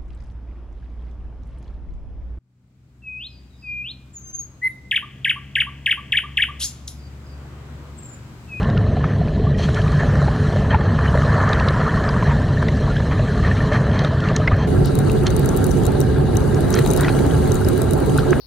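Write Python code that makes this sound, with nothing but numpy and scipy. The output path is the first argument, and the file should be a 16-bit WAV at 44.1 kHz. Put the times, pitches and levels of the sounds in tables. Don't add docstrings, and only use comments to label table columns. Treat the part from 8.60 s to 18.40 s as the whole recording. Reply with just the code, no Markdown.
import sys
import numpy as np
from scipy import signal
from scipy.fft import rfft, irfft, next_fast_len
from scipy.io import wavfile
from scipy.ndimage import uniform_filter1d, map_coordinates

SR = 44100
rng = np.random.default_rng(int(sys.argv[2]) if len(sys.argv) > 2 else 0)


def persist_wave(psi):
    counts = np.round(np.clip(psi, -1, 1) * 32767).astype(np.int16)
    wavfile.write(sys.argv[1], SR, np.atleast_2d(counts).T)


def volts_from_decibels(level):
    exponent = np.asarray(level, float) / 20
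    return 10 ** exponent


N = 432180
JUMP_S = 6.07


def unit(x):
    return x / np.sqrt(np.mean(x ** 2) + 1e-20)


def along(points, hz):
    f, v = np.transpose(points)
    return np.interp(np.log(hz + 1), np.log(f + 1), v)


def curves(rows):
    s, *columns = np.transpose(rows)
    return [np.interp(np.arange(N) / SR, s, column) for column in columns]


def wobble(rate):
    at = np.arange(0, N + 32, 32)
    knots = rng.standard_normal(int(N * rate / SR) + 4)
    return np.interp(np.arange(N), at, map_coordinates(knots, [at * rate / SR]))


def filtered(x, response):
    m = next_fast_len(N + 8192)
    return irfft(rfft(x, m) * response(np.fft.rfftfreq(m, 1 / SR)), m)[..., :N]


def colour(spectrum, peaks, hz):
    bells = sum(db / (1 + (2 * (hz - centre) / width) ** 2) for centre, width, db in peaks)
    return volts_from_decibels(along(spectrum, hz) + bells)


def band(hz, lo_hz, hi_hz):
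    return 1 / np.sqrt((1 + (lo_hz / (hz + 1)) ** 12) * (1 + (hz / hi_hz) ** 12))


def water(patchy_db, per_second, spread_db, channels):
    z = signal.stft(rng.standard_normal((channels, N)), nperseg=256)[2]
    across_pitch = uniform_filter1d(rng.standard_normal(z.shape[1:]), 3, 0)
    field = uniform_filter1d(across_pitch, 9, 1)
    hiss = unit(signal.istft(z * volts_from_decibels(patchy_db * unit(field)), nperseg=256)[1][:, :N])
    size = np.minimum(rng.exponential(size=N), 2.5)
    hit = (rng.random(N) < per_second / SR) * volts_from_decibels(spread_db * size)
    fall = [1, -np.exp(-1 / (0.0013 * SR))]
    bursts = signal.lfilter([1], fall, signal.lfilter([1], fall, hit))
    return hiss, unit(bursts) ** 2


def pings(s, db, hz, cycles, rise, attack):
    t = np.arange(SR // 25)[None] / SR
    life = (cycles / hz)[:, None]
    phase = 2 * np.pi * hz[:, None] * (t + rise * t * t / (2 * life))
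    wave = volts_from_decibels(db)[:, None] * np.sin(phase) * volts_from_decibels(-26 * t / life) * (1 - np.exp(-t / attack))
    at = (np.round(s * SR).astype(int)[:, None] + np.arange(t.size)).ravel()
    return np.bincount(at, wave.ravel(), N + SR)[:N]


def cracks(s, db, t60, size=41):
    blows = np.bincount(np.round(s * SR).astype(int), volts_from_decibels(db), N)
    shape = signal.lfilter([1], [1, -volts_from_decibels(-60 / (t60 * SR))], blows)
    return np.abs(uniform_filter1d(shape, size=size)) * rng.standard_normal(N)


def after():
    return np.clip((np.arange(N) / SR - JUMP_S) / .004, 0, 1)


# start_s, level_db
PUMP_LEVEL = [(0.0, -13), (3.08, -12), (8.57, -12.5), (9.8, -14)]
# pitch_hz, level_db (per Hz)
PUMP_NOISE = [(15, -34), (25, -15), (55, -3), (141, -6), (172, -6), (222, -8.5), (309, -18), (403, -21.5),
              (424, -16.5), (520, -26.5), (680, -33), (1140, -120)]
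# pitch_hz, width_hz, level_db
DUCT_RESONANCES = [(71.6, 4.1, 8), (99.6, 10.3, 4.5), (142, 26, 8)]
# pitch_hz, level_db (rms), waver_rad
MOTOR_TONES = [
    (100, -28, .4),
    (143, -29, 1.6),
    (430.6, -38, .35),
]
# pitch_hz, level_db (per Hz)
PORT_DIFFERENCE = [(15, -40), (25, -18), (64, -7), (108, 6), (140, 5.5), (212, -6), (260, -5), (340, -49),
                   (570, -120)]


def pump():
    level_db, = curves(PUMP_LEVEL)
    boom = unit(filtered(rng.standard_normal(N), lambda hz: colour(PUMP_NOISE, DUCT_RESONANCES, hz)))
    side = unit(filtered(rng.standard_normal(N), lambda hz: volts_from_decibels(along(PORT_DIFFERENCE, hz))))
    t = np.arange(N) / SR
    mid = volts_from_decibels(level_db - 5.0) * boom
    for hz, db, waver in MOTOR_TONES:
        mid += volts_from_decibels(db + 3 + 1.8 * wobble(4)) * np.sin(2 * np.pi * hz * t + waver * wobble(7))
    return mid + volts_from_decibels(-27) * after() * side * [[1], [-1]]


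# pitch_hz, level_db (rms)
SECOND_MOTOR = [(371, -31), (760, -44), (272, -35), (437, -34)]


def hum():
    t = np.arange(N) / SR
    tones = np.zeros(N)
    for hz, db in SECOND_MOTOR:
        tones += volts_from_decibels(db + 3 * wobble(3)) * np.sin(2 * np.pi * hz * t + .8 * wobble(6))
    return tones * after() * volts_from_decibels([[-4], [4]])


def gurgle(count, centre_hz, cycles):
    when, pitch, size = rng.random((3, count))
    hz = centre_hz * 2 ** (1.2 * pitch - .6)
    return unit(pings(when * JUMP_S, -4 * np.log(1 - .9 * size), hz, cycles, .04, .004))


# start_s, churn_db, spray_db
FLOW = [(0, 4, -2.5), (.2, -6.5, -6.5), (.77, -9, -4.5), (.96, -11, -8), (.98, -5.5, 4.5), (1.38, 4.5, 3),
        (1.98, 2, 3), (2.18, 2.5, -3), (2.59, 8.5, 4.5), (2.83, 13.5, 3.5), (3.21, 9.5, 4), (3.54, 8.5, 3),
        (3.95, 0, 2), (4.85, 3.5, 3.5), (4.99, 6, 4.5), (5.39, 2.5, -0.5), (5.8, 2.5, 1.5), (6.07, -2, -4)]
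# rest_db, db_per_churn_db, db_per_spray_db
WASH_LAYERS = [
    (-32, 0.3444, -0.33),
    (-37.5, 1.0, -0.24),
    (-45.5, -0.06, 0.42),
    (-53.5, 0.04, 1),
]
# pitch_hz, level_db (per Hz)
SEALED_WATER = [(180, -53), (300, -0.5), (427, 6), (486, 5.5), (599, 11), (881, -7), (1500, -11),
                (1760, -9), (2280, -27), (3190, -31.5), (3630, -30.5), (4120, -24), (4770, -39),
                (6070, -44), (14300, -68.5), (15600, -95)]
# pitch_hz, width_hz, level_db
HOUSING = [(570, 190, -3), (1190, 49, 1.5), (1750, 170, 3), (3100, 640, 10), (4160, 4600, -6.5),
           (6040, 320, 2.5)]


def wash():
    edges_hz = [(250, 1000), (1000, 2300), (2300, 5300), (5300, 12000)]
    grain = [0.24, 0.33, 0.056, 0.074]
    churn_db, spray_db = curves(FLOW)
    hiss, bursts = water(2.6, 70, 5.8, channels=1)
    bubbles = .13 * gurgle(count=900, centre_hz=1400, cycles=16)
    out = np.zeros(N)
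    for (rest_db, by_churn, by_spray), (lo, hi), share in zip(WASH_LAYERS, edges_hz, grain):
        noise = hiss[0] * np.sqrt(1 + share * bursts) + bubbles
        layer = unit(filtered(noise, lambda hz: colour(SEALED_WATER, HOUSING, hz) * band(hz, lo, hi)))
        out += volts_from_decibels(rest_db + by_churn * churn_db + by_spray * spray_db) * layer
    return out * (1 - after())


# start_s (middle), level_db (low hiss), half_length_s,
# bright_db (bright hiss above the low)
WATER_SHEETS = [(0.042, -44, 0.019, -20), (0.174, -37, 0.011, -16), (0.487, -38, 0.063, -16),
                (1.024, -37, 0.039, 2.5), (4.85, -50.5, 0.27, -0.5), (4.975, -33, 0.014, -34),
                (5.677, -31.5, 0.05, -14), (6.672, -30.5, 0.011, 0.5), (1.18, -30.5, 0.028, -14),
                (1.337, -49, 0.021, 7), (1.407, -28.5, 0.015, -26), (2.115, -27, 0.016, -16),
                (2.137, -26.5, 0.011, -32), (2.25, -46, 0.026, 0), (2.454, -27.5, 0.017, -28),
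                (2.937, -30, 0.038, -19), (3.695, -28.5, 0.035, -20), (4.523, -29, 0.015, -19),
                (4.867, -29.5, 0.035, -16), (5.15, -23.5, 0.028, -16), (5.402, -32, 0.079, -9.5),
                (5.929, -27, 0.02, -32), (6.014, -36, 0.038, -6), (8.172, -35, 0.048, -8),
                (8.438, -30.5, 0.052, -29), (8.502, -47, 0.0083, -2)]
# pitch_hz, width_hz, level_db
COVERED_HOUSING = [(1190, 200, 6), (1770, 220, 11), (2500, 300, 5), (3180, 220, 18), (4250, 380, 17),
                   (6150, 500, 15)]


def puffs():
    t = np.arange(0, N, 32) / SR
    slope = [(700, -3), (2000, -8), (3000, -16), (4500, -19), (7000, -28), (12000, -46)]  # Hz, dB
    out = np.zeros(N)
    for k, (lo, hi) in enumerate([(750, 2300), (2300, 12000)]):
        swell = np.zeros(len(t))
        for s, db, half, bright_db in WATER_SHEETS:
            swell += volts_from_decibels(db + k * bright_db) * np.exp(-((t - s) / half) ** 4)
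        noise = rng.standard_normal(N)
        hiss = unit(filtered(noise, lambda hz: colour(slope, COVERED_HOUSING, hz) * band(hz, lo, hi)))
        out += np.interp(np.arange(N) / SR, t, swell) * hiss
    return out * volts_from_decibels(1.5 * wobble(60))


# start_s, level_db
JET_STRENGTH = [(6.07, 1), (6.3, 0.5), (6.98, 2.5), (7.63, 0), (8.1, 2.5), (8.27, 4.5), (8.6, 4), (9.44, 2),
                (9.8, 3.5)]
# rest_db, db_per_strength_db
JET_LAYERS = [
    (-25.5, 0.5),
    (-28.5, 0.86),
    (-48, 0.5),
    (-49, 2),
]
# pitch_hz, level_db (per Hz)
LEFT_PORT = [(200, -88), (280, -43), (400, -50.5), (620, -57.5), (900, -60.5), (1380, -64.5), (2400, -79),
             (3400, -75), (5400, -85), (6300, -76), (7300, -76), (10300, -72), (12000, -81.5), (16000, -85)]
# pitch_hz, level_db (per Hz)
RIGHT_PORT = [(200, -46), (280, -32), (440, -44.5), (490, -53.5), (760, -58.5), (1000, -68.5), (1500, -68),
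              (2400, -79), (4000, -70), (5400, -84.5), (6000, -84), (7500, -93), (9500, -88), (13000, -86)]
# pitch_hz, width_hz, level_db
LEFT_RING = [(275, 16, 10.5), (524, 8.1, 10), (646, 4.9, 11.5), (1350, 27, 5), (1620, 60, 7),
             (2890, 150, 9.5), (3895, 140, 12), (4530, 1100, 11.5), (6250, 180, 3), (8200, 1000, 1.5)]
# pitch_hz, width_hz, level_db
RIGHT_RING = [(302, 39, -12), (362, 44, 6), (420, 3, 10), (587, 18, 5), (760, 25, 9.5), (869, 50, 10),
              (1350, 70, 5), (1620, 60, 7), (3900, 170, -6)]
# pitch_hz, likeness (0 to 1)
PORT_LIKENESS = [(250, 0), (380, 0.16), (550, 0), (900, 0.0053), (1400, 0.86), (3100, 0.63), (6800, 0),
                 (15000, 0.028)]


def spray():
    edges_hz = [(200, 470), (470, 2300), (2300, 5500), (5500, 17000)]
    grain = [.01, 0.034, 0.1, 0.2]
    strength_db, = curves(JET_STRENGTH)

    def split(hz):
        turn = np.arccos(np.clip(along(PORT_LIKENESS, hz), -1, 1)) / 2
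        return np.array([np.cos(turn), np.sin(turn)])

    def ports(hz):
        return np.array([colour(LEFT_PORT, LEFT_RING, hz), colour(RIGHT_PORT, RIGHT_RING, hz)])

    hiss, bursts = water(2.1, 160, 3.5, channels=2)
    mid, side = filtered(hiss, split)
    out = np.zeros((2, N))
    for (rest_db, grows), (lo, hi), share in zip(JET_LAYERS, edges_hz, grain):
        pair = np.array([mid + side, mid - side]) * np.sqrt(1 + share * bursts * [[1], [.25]])
        layer = unit(filtered(pair, lambda hz: ports(hz) * band(hz, lo, hi)))
        flutter_db = 1.2 * (lo > 2000) * wobble(7)
        out += volts_from_decibels(rest_db + grows * strength_db + flutter_db) * layer
    return out * after()


# start_s, level_db (rms)
GLANCING_JETS = [(6.246, -29.5), (6.27, -36), (8.375, -33), (9.585, -34)]


def sizzle():
    s, db = np.transpose(GLANCING_JETS)
    rush = filtered(cracks(s, db + 7, 0.14, size=41), lambda f: band(f, 3700, 5000))
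    return volts_from_decibels([[3], [-4]]) * rush


# start_s, level_db (peak), pitch_hz, life_cycles
SINGING_BUBBLES = [(0.17, -13, 1400, 15), (0.94, -36, 2400, 74), (0.945, -26, 1890, 52),
                   (0.98, -31, 3150, 63), (1.0394, -27, 3280, 90), (2.105, -16, 3100, 28),
                   (2.116, -18, 3080, 28), (2.129, -12, 880, 22), (2.13, -17, 1800, 30),
                   (2.207, -29, 3260, 40), (2.209, -17, 1780, 35), (2.43, -18, 1850, 38),
                   (2.4773, -21, 3000, 60), (2.5835, -26, 4130, 51), (2.659, -26, 4100, 60),
                   (2.7237, -28, 4160, 70), (3.2, -13, 1280, 20), (3.71, -16, 940, 41),
                   (4.3, -22, 1400, 58), (4.362, -13, 1600, 20), (5.575, -26, 1380, 30),
                   (5.623, -23, 1396, 100), (5.6381, -22, 3500, 30), (5.755, -22, 1750, 50),
                   (5.815, -15, 1250, 19), (5.881, -14, 2150, 25), (6.0214, -29, 3110, 60),
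                   (7.6, -22, 1670, 18), (8.395, -21, 1400, 28), (8.408, -19, 1900, 18),
                   (8.455, -16, 1400, 23), (9.015, -20, 1450, 25), (9.63, -20, 1250, 30)]


def chirps():
    s, db, hz, cycles = np.transpose(SINGING_BUBBLES)
    return pings(s, db - 0.5, hz, cycles, 0.022, 0.0029)


# start_s, level_db (peak), pitch_hz
FLOOR_SLAPS = [(1.689, -13.5, 98), (2.154, -8.5, 100), (5.927, -7, 91)]


def thumps():
    s, db, hz = np.transpose(FLOOR_SLAPS)
    return pings(s, db + 3.5, hz, 4.6, 0, 0.0018)


# start_s, level_db (peak), pitch_hz,
# life_cycles
BUBBLES = [(0.368, -13, 680, 7), (0.441, -6, 1190, 7.4), (0.613, -15, 660, 7.3), (0.795, -17, 423, 18),
           (0.867, -22.5, 1126, 24), (1.086, -17, 1400, 11), (1.392, -20, 1740, 21), (1.454, -19, 575, 15),
           (1.681, -8.5, 785, 6.8), (2.145, -9, 850, 16), (2.207, -23, 815, 16), (2.8, -16, 1230, 16),
           (2.878, -13, 1186, 17), (3.262, -18, 1163, 29), (3.37, -19, 1100, 34), (3.479, -12, 1190, 10),
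           (3.625, -8, 980, 9.2), (4.085, -7.5, 1900, 10.3), (4.594, -14.5, 603, 11),
           (4.847, -16.5, 1800, 23), (5.115, -18.5, 595, 30), (5.875, -4.5, 2000, 19),
           (5.913, -16.5, 1190, 34), (8.186, -12, 1860, 15), (8.413, -14, 1390, 11),
           (8.434, -13, 1490, 7.2), (8.447, -7, 1850, 11), (8.482, -2.5, 1750, 3.7),
           (9.584, -6.5, 1420, 9.1), (9.729, -1.5, 1450, 3.9), (0.994, -21, 666, 9.8),
           (1.169, -19, 1380, 15), (1.192, -19, 626, 10), (1.262, -19, 1200, 16), (1.922, -19, 664, 7.8),
           (2.65, -15, 590, 4.8), (3.006, -19, 1180, 11), (3.194, -22, 1090, 13), (3.971, -19.5, 1750, 30),
           (4.026, -17.5, 1620, 15), (4.62, -22, 1050, 11), (4.912, -13, 1750, 21),
           (5.004, -17.5, 1760, 32), (5.33, -28, 662, 7.5), (8.145, -16, 1350, 10), (8.163, -14, 1750, 9.8),
           (8.261, -12, 880, 6), (8.274, -21, 890, 6), (8.49, -14, 1400, 6.9), (2.145, -15, 1350, 14),
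           (5.876, -10, 2400, 13),
           (2.141, -9, 950, 14), (5.877, -11, 1550, 10), (5.93, -13, 900, 3)]


def plops():
    s, db, hz, cycles = np.transpose(BUBBLES)
    rush = filtered(cracks(s, db - 6, .03, size=401), lambda f: band(f, 700, 2600))
    pinch = pings(s + 0.00092, db - 5, hz * 1.3, 5.8, -0.17, 0.0012)
    pinch += pings(s + 0.0011, db - 3.0, hz * 0.75, 3.2, 0.06, 0.00069)
    tone = pings(s, db + 6.0, hz * 0.987, np.clip(cycles, 2, 30), .1, 0.0035)
    return tone + pinch + rush


# start_s, level_db (peak), pitch_hz, crack_db
HOUSING_DROPS = [(0.029, -24, 2900, -29), (0.1002, -29, 3730, -19), (1.1443, -25.5, 3280, -1),
                 (1.216, -24.5, 3000, -24), (1.279, -26.5, 2400, -30), (1.3184, -26, 4160, -11),
                 (2.6494, -29, 4100, -25), (2.89, -26, 3070, -4), (2.9312, -12.5, 3740, -41),
                 (2.998, -18, 2670, -22), (3.085, -11, 3900, -43), (3.49, -16.5, 4700, -39),
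                 (4.0835, -19.5, 3800, -12), (4.3667, -22, 3120, -27), (5.3905, -15.5, 3860, -18),
                 (5.447, -15, 3700, -15), (5.603, -24, 3040, -12), (5.6865, -20, 2700, -31),
                 (5.7628, -7.5, 6300, -10.5), (5.877, -27, 2500, -30), (6.497, -22, 2620, -12),
                 (6.6664, -11, 4000, -5), (7.944, -32, 4130, 6), (8.14, -7.5, 6000, -5),
                 (8.139, -23, 4000, -22), (5.438, -44, 5440, 8), (8.1733, -19, 3970, -15),
                 (8.188, -15, 3900, -20), (8.433, -19, 3730, -30), (8.4457, -19, 3300, -24),
                 (8.482, -16, 2490, -32), (8.492, -18, 3860, -34), (0.175, -24, 2820, -28),
                 (0.6823, -31, 2440, -30), (0.844, -36, 3030, -28), (1.925, -28, 3350, -25),
                 (3.4386, -26, 4210, -27), (3.6676, -34, 3170, -27), (4.5935, -28, 2720, -25),
                 (5.132, -25, 3200, -5), (5.3143, -27, 3190, -25), (5.7314, -30, 3350, -26),
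                 (7.7566, -27, 2800, -20), (8.162, -21, 4000, -25), (8.249, -23, 4100, -25),
                 (8.262, -21, 3850, -25), (8.397, -27, 3560, -25), (8.4632, -29, 3000, -30),
                 (9.59, -18, 3900, -30),
                 (0.046, -27, 2900, -30), (5.7625, -16, 4000, -30), (5.8755, -21, 5000, -30),
              (8.549, -28, 3100, -20), (8.588, -26, 2200, -30), (8.59, -26, 4000, -30),
              (8.709, -25, 3150, -30), (9.495, -27, 3100, -20)]


def ticks():
    s, db, hz, crack_db = np.transpose(HOUSING_DROPS)
    snap_s = s + .0015
    crack = filtered(cracks(snap_s, db + crack_db + 15.0, 0.011, size=61), lambda f: band(f, 5900, 5760))
    thud_db = db - 14 * np.log2(np.maximum(hz / 4000, 1))
    thud = filtered(cracks(snap_s, thud_db, .014, size=41), lambda f: band(f, 1800, 4700))
    return pings(s, db + 4, hz * .97, 12, .12, .0007) + crack + thud


# start_s, level_db (peak), pitch_hz
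FINE_DROPS = [(6.2577, -10.5, 10800), (6.353, -7, 9240), (6.389, -5.5, 9630), (6.517, -11, 9100),
              (6.765, -6, 9300), (6.794, -10, 12000), (6.859, -8, 10200), (6.965, -13, 11300),
              (6.9724, -8.5, 14400), (7.042, -4, 9900), (7.0664, -10.5, 12300), (7.404, -5.5, 11800),
              (8.007, -12.5, 9800), (8.105, -6.5, 10700), (8.152, -8.5, 10400), (8.1908, -4.5, 9450),
              (8.262, -6.5, 9660), (8.287, -22, 10200), (8.312, -4, 9150), (8.335, -4.5, 10700),
              (8.3638, -7, 11000), (8.409, -1.5, 9300), (8.414, -13, 10500), (8.4254, -21, 9670),
              (9.086, -4.5, 11300), (9.218, -3.5, 9500), (9.309, -5.5, 8800), (9.334, -6, 10300),
              (9.577, -4, 8700), (9.5984, -27, 10000)]
# start_s, level_db (peak), pitch_hz
FAT_DROPS = [(6.704, -12, 6150), (6.7105, -18, 7300), (6.89, -5.5, 5930), (6.9064, -35, 6260),
             (7.109, -12.5, 5900), (7.1143, -9.5, 5900), (7.253, -6, 7100), (7.2657, -3.5, 7500),
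             (7.413, -9.5, 5650), (7.7693, -1, 6150), (8.1274, -11, 6150), (8.275, -8.5, 6400),
             (8.304, -6, 6200), (8.6647, -13, 6800), (8.919, -4, 6240), (8.955, -8.5, 6600)]
# start_s, level_db (peak), pitch_hz
SMALL_DROPS = [(6.1023, -36, 9540), (6.2514, -26, 6320), (6.5353, -28, 8460), (6.5822, -27, 11200),
               (6.7398, -33, 9200), (7.2355, -17, 6700), (7.32, -20, 8830), (7.5839, -26, 9200),
               (7.753, -18, 11900), (8.7363, -17.5, 6260), (8.8765, -18, 10100), (8.944, -11, 10700),
               (9.0127, -18, 9400), (9.0474, -12.5, 4980), (9.178, -12.5, 11300), (9.3783, -20, 9600),
               (9.402, -16, 9250), (9.4616, -19, 10400), (9.4991, -20, 6350), (9.707, -13, 6100),
               (6.635, -27, 12500), (7.186, -26, 13000), (8.374, -4, 10000), (8.182, -23.5, 12000),
               (8.592, -22, 12500), (8.785, -26, 9500)]


def drops():
    s, db, hz = np.transpose([*FINE_DROPS, *FAT_DROPS, *SMALL_DROPS])
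    top_db = -21.5 + 0.71 * db + 11 * np.log2(hz / 9000)
    late, weak = rng.random((len(s), 2)), rng.random((len(s), 2))
    at = np.c_[s, s[:, None] + .016 * late].ravel()
    spatter_db = np.c_[0 * s, -13 - 12 * weak]
    blows = cracks(at, (db[:, None] + spatter_db).ravel() - 9.5, 0.012, size=51)
    body = filtered(blows, lambda f: colour([(1000, 0)], LEFT_RING, f) * band(f, 6440, 10300))
    ring = pings(s, db - 1, hz, 18, .05, .001)
    ring += pings(s, db - 17, 3870 + 0 * s, 30, 0, .001)
    crack_db = (top_db[:, None] + spatter_db).ravel() + 10.5
    pair = np.array([cracks(at, crack_db, 0.008, size=51) for port in range(2)])
    top = filtered(pair, lambda f: band(f, 8900, 15000))
    return volts_from_decibels([[0], [-22]]) * (body + ring) + volts_from_decibels([[0], [-3]]) * top


def scene():
    background = pump() + hum()
    flow = wash() + puffs() + spray() + sizzle()
    return background + flow + chirps() + thumps() + plops() + ticks() + drops()


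def band_limit(x):
    return signal.sosfilt(signal.butter(12, 16510, fs=SR, output="sos"), x)


def record(dry):
    x = filtered(dry, lambda hz: np.where(hz < 15750, 1, volts_from_decibels(-34)))
    x = x / (1 + np.abs(x / .95) ** 4) ** (1 / 4)
    return band_limit(x)


dry = scene()
out = record(dry)
persist_wave(out)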